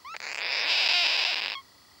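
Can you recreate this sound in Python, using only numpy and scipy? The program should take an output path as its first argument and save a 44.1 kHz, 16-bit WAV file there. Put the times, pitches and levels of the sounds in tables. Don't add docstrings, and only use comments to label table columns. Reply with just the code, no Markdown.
import sys
import numpy as np
from scipy import signal
from scipy.fft import rfft, irfft, next_fast_len
from scipy.io import wavfile
from scipy.ndimage import uniform_filter1d, map_coordinates

SR = 44100
rng = np.random.default_rng(int(sys.argv[2]) if len(sys.argv) > 2 else 0)


def dump_mix(stems):
    frames = np.atleast_2d(stems).T
    limited = np.clip(frames, -1, 1)
    pcm = np.round(limited * 32767).astype(np.int16)
    wavfile.write(sys.argv[1], SR, pcm)


N = 88200


def rasp():
    # (time [s], level [dB])
    effort = [(.225, -37.5), (.33, -36.5), (.41, -32.5), (.5, -30.5), (.555, -27.5), (.6, -28), (.66, -29),
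              (.71, -25), (.85, -24.5), (.93, -23), (1.02, -24), (1.1, -26), (1.25, -26), (1.33, -28.5),
              (1.42, -31), (1.55, -36)]
    # (time [s], rate [pulses/s], unevenness [0-1])
    beat = [(.225, 391, 0.31), (0.289, 273, 0.24), (0.361, 234, 0.12), (0.406, 192.4, 0.05),
            (.45, 214, 0.15), (0.531, 279, 0.07), (.553, 500, 0.28), (.578, 269, 0.09), (0.61, 212, 0.1),
            (.682, 329, .08), (0.698, 640, .26), (.81, 656, 0.2), (.86, 581, .28), (0.926, 700, 0.21),
            (.94, 716, 0.03), (1.03, 692, 0.03), (1.049, 620, .26), (1.152, 645, 0.2), (1.259, 616, 0.34),
            (1.279, 705, 0.03), (1.303, 723, 0.07), (1.334, 374, 0.27), (1.409, 300, 0.2),
            (1.459, 213, 0.3), (1.54, 185, 0.31)]
    # (start [s], end [s])
    pauses = [(.25, .262), (.31, .321), (.329, .3555), (.365, .3885), (.395, .4065), (.443, .4525),
              (.5425, .551), (.562, .5672), (.875, .8895), (.9295, .9345), (1.0725, 1.077), (1.17, 1.1752),
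              (1.232, 1.2352), (1.242, 1.251), (1.348, 1.357), (1.404, 1.4125), (1.4265, 1.4305)]
    t, end_s = .224, 1.547
    slap_delay_s, slap_below_hz = 0.000596, 650
    chances = np.clip(rng.standard_normal((2000, 4)), -2, 2)
    pulses = []
    for k, (wait_luck, size_luck, tuning_luck, slap_luck) in enumerate(chances):
        rate, uneven = at(beat, t)
        alternate = (-1) ** k
        wait = np.exp(uneven * wait_luck - uneven ** 2 / 2)
        t += wait * (1 + 0.065 * alternate) / rate
        t = next((end for start, end in pauses if start < t < end), t)
        if t > end_s:
            break
        accent_db = 2.1 * alternate + size_luck * (0.36 + 2 * uneven)
        slap_share = 0.47 * max(1 - (rate / slap_below_hz) ** 2, 0)
        size = amp(accent_db) * wait
        size *= np.sqrt(SR / rate / (1 + slap_share ** 2))
        retune = 1 + 0.052 * uneven * tuning_luck
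        slap_time = t + slap_delay_s * np.exp(0.33 * slap_luck)
        pulses += [(t, size, retune), (slap_time, slap_share * size, retune)]
    times, sizes, retunes = np.transpose(pulses)
    return throat(times, sizes * amp(at(effort, times)[0]), retunes)


def throat(times, sizes, retune, by_peak=False):
    # (time [s], opening [0 shut, 1 half, 2 wide])
    beak = [(.34, 0), (.385, 0.0059), (.425, 0.97), (.6, 0.96), (.71, 2), (1.3, 1.865), (1.4, 1.67),
            (1.55, 1.6)]
    # (time [s], frequency [ratio])
    tuning = [(.16, 1.024), (.27, 0.97), (.35, 1.082), (.43, .98), (.65, 1.017), (.8, 1), (1.05, 1.013),
              (1.28, 1.016), (1.5, 1.037)]
    # (frequency [Hz], relative level [dB])
    shut = [(88, -55), (150, -34), (280, -25), (460, -12), (870, -8), (1230, -11), (2390, 2), (2900, -7.5),
            (3500, -10), (4600, -4), (5560, -18.5), (7250, -14), (8000, -45), (8600, -48), (11000, -46),
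            (14300, -67), (22000, -100)]
    half = [(88, -40), (150, -39), (168, -34), (238, -32.5), (350, -21), (486, -10.5), (1010, -8.5),
            (1270, -15.5), (2550, 1), (3210, -15.5), (3600, -5), (4290, -13), (5000, -2), (6550, -40),
            (8580, -48.5), (13400, -71), (15000, -110)]
    wide = [(71, -73), (120, -33), (330, -18.5), (500, -16.5), (700, -11.5), (995, -8.5), (1270, -20.5),
            (1490, -10), (1910, -11), (2590, 3), (3300, -6), (3810, -1.5), (4220, -8.5), (4960, -0.5),
            (5400, -12), (6330, -33), (7850, -34.5), (8500, -51), (9600, -53.5), (10500, -41), (12100, -64),
            (13200, -34), (14200, -66), (16000, -53)]
    sharpness = [1, 0.98, 0.62]
    length, lead = 512, 64
    air_db, air_fade_s = -11.5, 0.0034
    rings = [ring(tone, sharp, length, lead) for tone, sharp in zip((shut, half, wide), sharpness)]
    opening, = at(beak, times)
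    speed = at(tuning, times)[0] * retune
    index = (times * SR).astype(int)[:, None] + np.arange(length) - lead
    place_in_ring = (index - times[:, None] * SR) * speed[:, None] + lead
    shares = [np.clip(1 - abs(opening - k), 0, 1) for k in range(3)]
    waves = sum(share[:, None] * map_coordinates(r, [place_in_ring]) for share, r in zip(shares, rings))
    waves = windpipe_and_beak(waves, times)
    puff = np.exp(-np.arange(length) / SR / air_fade_s)
    air = rng.standard_normal(waves.shape) * np.sqrt(puff / puff.sum())
    waves += amp(air_db) * signal.fftconvolve(waves, air, axes=1)[:, :length]
    gains = sizes / (abs(waves).max(axis=1) if by_peak else np.linalg.norm(waves, axis=1))
    return np.bincount(index.ravel(), (waves * gains[:, None]).ravel(), N)[:N]


def ring(tone, sharpness, length, lead, size=4096):
    log_gain = np.log(amp(along(tone, np.fft.rfftfreq(size, 1 / SR))))
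    shape = irfft(log_gain)
    shape[1:size // 2] *= 1 + sharpness
    shape[size // 2 + 1:] *= 1 - sharpness
    wave = np.roll(irfft(np.exp(rfft(shape))), lead)[:length]
    return wave / np.linalg.norm(wave)


def windpipe_and_beak(waves, times):
    # (time [s], frequency [Hz], gain [dB])
    notch = [(.16, 3050, -2.5), (.27, 3180, -22), (.35, 3730, -11), (.39, 4380, -22), (.415, 5740, -17),
             (.45, 6750, -14), (.52, 6900, 10), (.68, 7000, 6)]
    notch_width_hz, held_hz, held_width_hz = 1860, 3120, 2140
    centre_hz, gain_db = (column[:, None] for column in at(notch, times))
    hz = np.fft.rfftfreq(waves.shape[1], 1 / SR)
    smear = np.exp(-2j * np.arctan2(hz * held_width_hz, held_hz ** 2 - hz ** 2))
    off_centre, loss = centre_hz ** 2 - hz ** 2, 1j * hz * notch_width_hz
    hollow = (off_centre + amp(gain_db) * loss) / (off_centre + loss)
    return irfft(rfft(waves) * smear * hollow)


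def clicks():
    # (time [s], peak level [dB])
    strikes = [(0.1653, -19.5), (0.203, -22.5), (0.2177, -25.5), (.254, -22.5), (0.3159, -21),
               (0.3302, -22), (.346, -19.5), (0.3743, -21), (0.3817, -18.5), (.399, -19.5), (0.4465, -14.5),
               (0.5476, -12.5), (0.8767, -10), (.888, -10), (1.2499, -8.5)]
    times, peak_db = np.transpose(strikes)
    return throat(times, amp(peak_db), retune=1, by_peak=True)


def crack(start_s=.142, count=11, rate_hz=870, jitter_s=0.00021, dull_above_hz=1790, level_db=-37.5):
    times = start_s + np.arange(count) / rate_hz + jitter_s * rng.standard_normal(count)
    flutter = throat(times, np.ones(count), retune=0.93)
    flutter = filtered(flutter, lambda hz: 1 / (1 + 1j * hz / dull_above_hz) ** 2)
    share_of_scene = count / rate_hz * SR / N
    return amp(level_db) * unit(flutter) * np.sqrt(share_of_scene)


def squeaks():
    # (time [s], pitch [Hz], level [dB])
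    first_path = [(.036, 904, -78), (.05, 1004, -41), (.066, 1090, -39.5), (.11, 1300, -40),
                  (.135, 1348, -38), (.146, 1330, -43), (.156, 1200, -59)]
    last_path = [(1.55, 1207, -56), (1.554, 1112, -39), (1.562, 1089, -43), (1.58, 1079, -42.5),
                 (1.6, 1098, -48), (1.617, 1050, -57)]
    # (multiple of the pitch [ratio], added level [dB])
    first_tones = [(1, 1), (2, -7.5), (3, -14.5), (4, -15.5), (5, -20), (6, -47)]
    last_tones = [(1, 4.5), (2, 2), (3, 7.5), (4, 0), (5, -9), (6, -53)]
    return whistle(first_path, first_tones) + whistle(last_path, last_tones, dulling_db_per_s=108)


def whistle(path, tones, dulling_db_per_s=0, waver=0.0059):
    t = np.arange(N) / SR
    start_s, end_s = path[0][0], path[-1][0]
    hz, db = at(path, t)
    phase = 2 * np.pi * np.cumsum(hz * (1 + waver * wander(90))) / SR
    sounding = uniform_filter1d(1. * ((t > start_s) & (t < end_s)), size=90)
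    dulled_db = dulling_db_per_s * np.maximum(t - start_s, 0)
    return sounding * sum(amp(db + added - (k - 1) * dulled_db) * np.sin(k * phase) for k, added in tones)


def camera(tick_start_s=0.0196, ticks_per_s=30, tick_hz=1950, tick_db=-57, tick_width_s=0.0028):
    # (frequency [Hz], level [dB])
    hum = [(73, -85), (1259, -74), (3400, -76)]
    tones = hum + [(15673, -72)]
    t = np.arange(N) / SR
    whine = sum(np.sqrt(2) * amp(db) * np.sin(2 * np.pi * (hz * t + rng.random())) for hz, db in tones)
    from_tick_s = (((t - tick_start_s) * ticks_per_s + .5) % 1 - .5) / ticks_per_s
    swell = np.exp(-(from_tick_s / tick_width_s) ** 2 / 2)
    return whine + amp(tick_db) * swell * np.sin(2 * np.pi * tick_hz * t + wander(1500))


def room_noise(level_db=-57):
    # (frequency [Hz], relative level [dB])
    tone = [(25, -20), (45, -11), (72, -2), (110, -6), (180, -8), (260, -5), (450, -11), (750, -9),
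            (1200, -7), (1550, -16), (1900, -13), (2700, -18), (3350, -14), (3750, -17), (4500, -5),
            (5000, -10), (6000, -18), (8500, -20), (12000, -24), (15000, -29), (16000, -29)]
    # (frequency [Hz], likeness [0-1])
    alike = [(60, 0.48), (180, 0.4), (550, 0.2), (1650, 0.64), (4970, 1), (9000, 0.13), (15000, 0.13)]

    def gains(hz):
        angle = np.arccos(along(alike, hz)) / 2
        return amp(along(tone, hz)) * [np.cos(angle), np.sin(angle)]

    mid, side = filtered(rng.standard_normal((2, N)), gains)
    return amp(level_db) * unit(np.array([mid + side, mid - side]))


def amp(db):
    return 10 ** (np.asarray(db) / 20)


def unit(x):
    return x / np.sqrt(np.mean(x ** 2) + 1e-20)


def wander(samples):
    return unit(uniform_filter1d(rng.standard_normal(N), size=samples))


def along(points, hz):
    frequencies, values = np.transpose(points)
    return np.interp(np.log(hz + 1), np.log(frequencies + 1), values)


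def at(rows, t):
    times, *columns = np.transpose(rows)
    return [np.interp(t, times, column) for column in columns]


def filtered(x, response):
    size = next_fast_len(N + SR // 2)
    return irfft(rfft(x, size) * response(np.fft.rfftfreq(size, 1 / SR)), size)[..., :N]


def scene():
    bird = rasp() + clicks() + crack() + squeaks()
    return bird + room_noise() + camera()


def record(dry):
    return filtered(dry, lambda hz: hz < 15850)


dry = scene()
out = record(dry)
dump_mix(out)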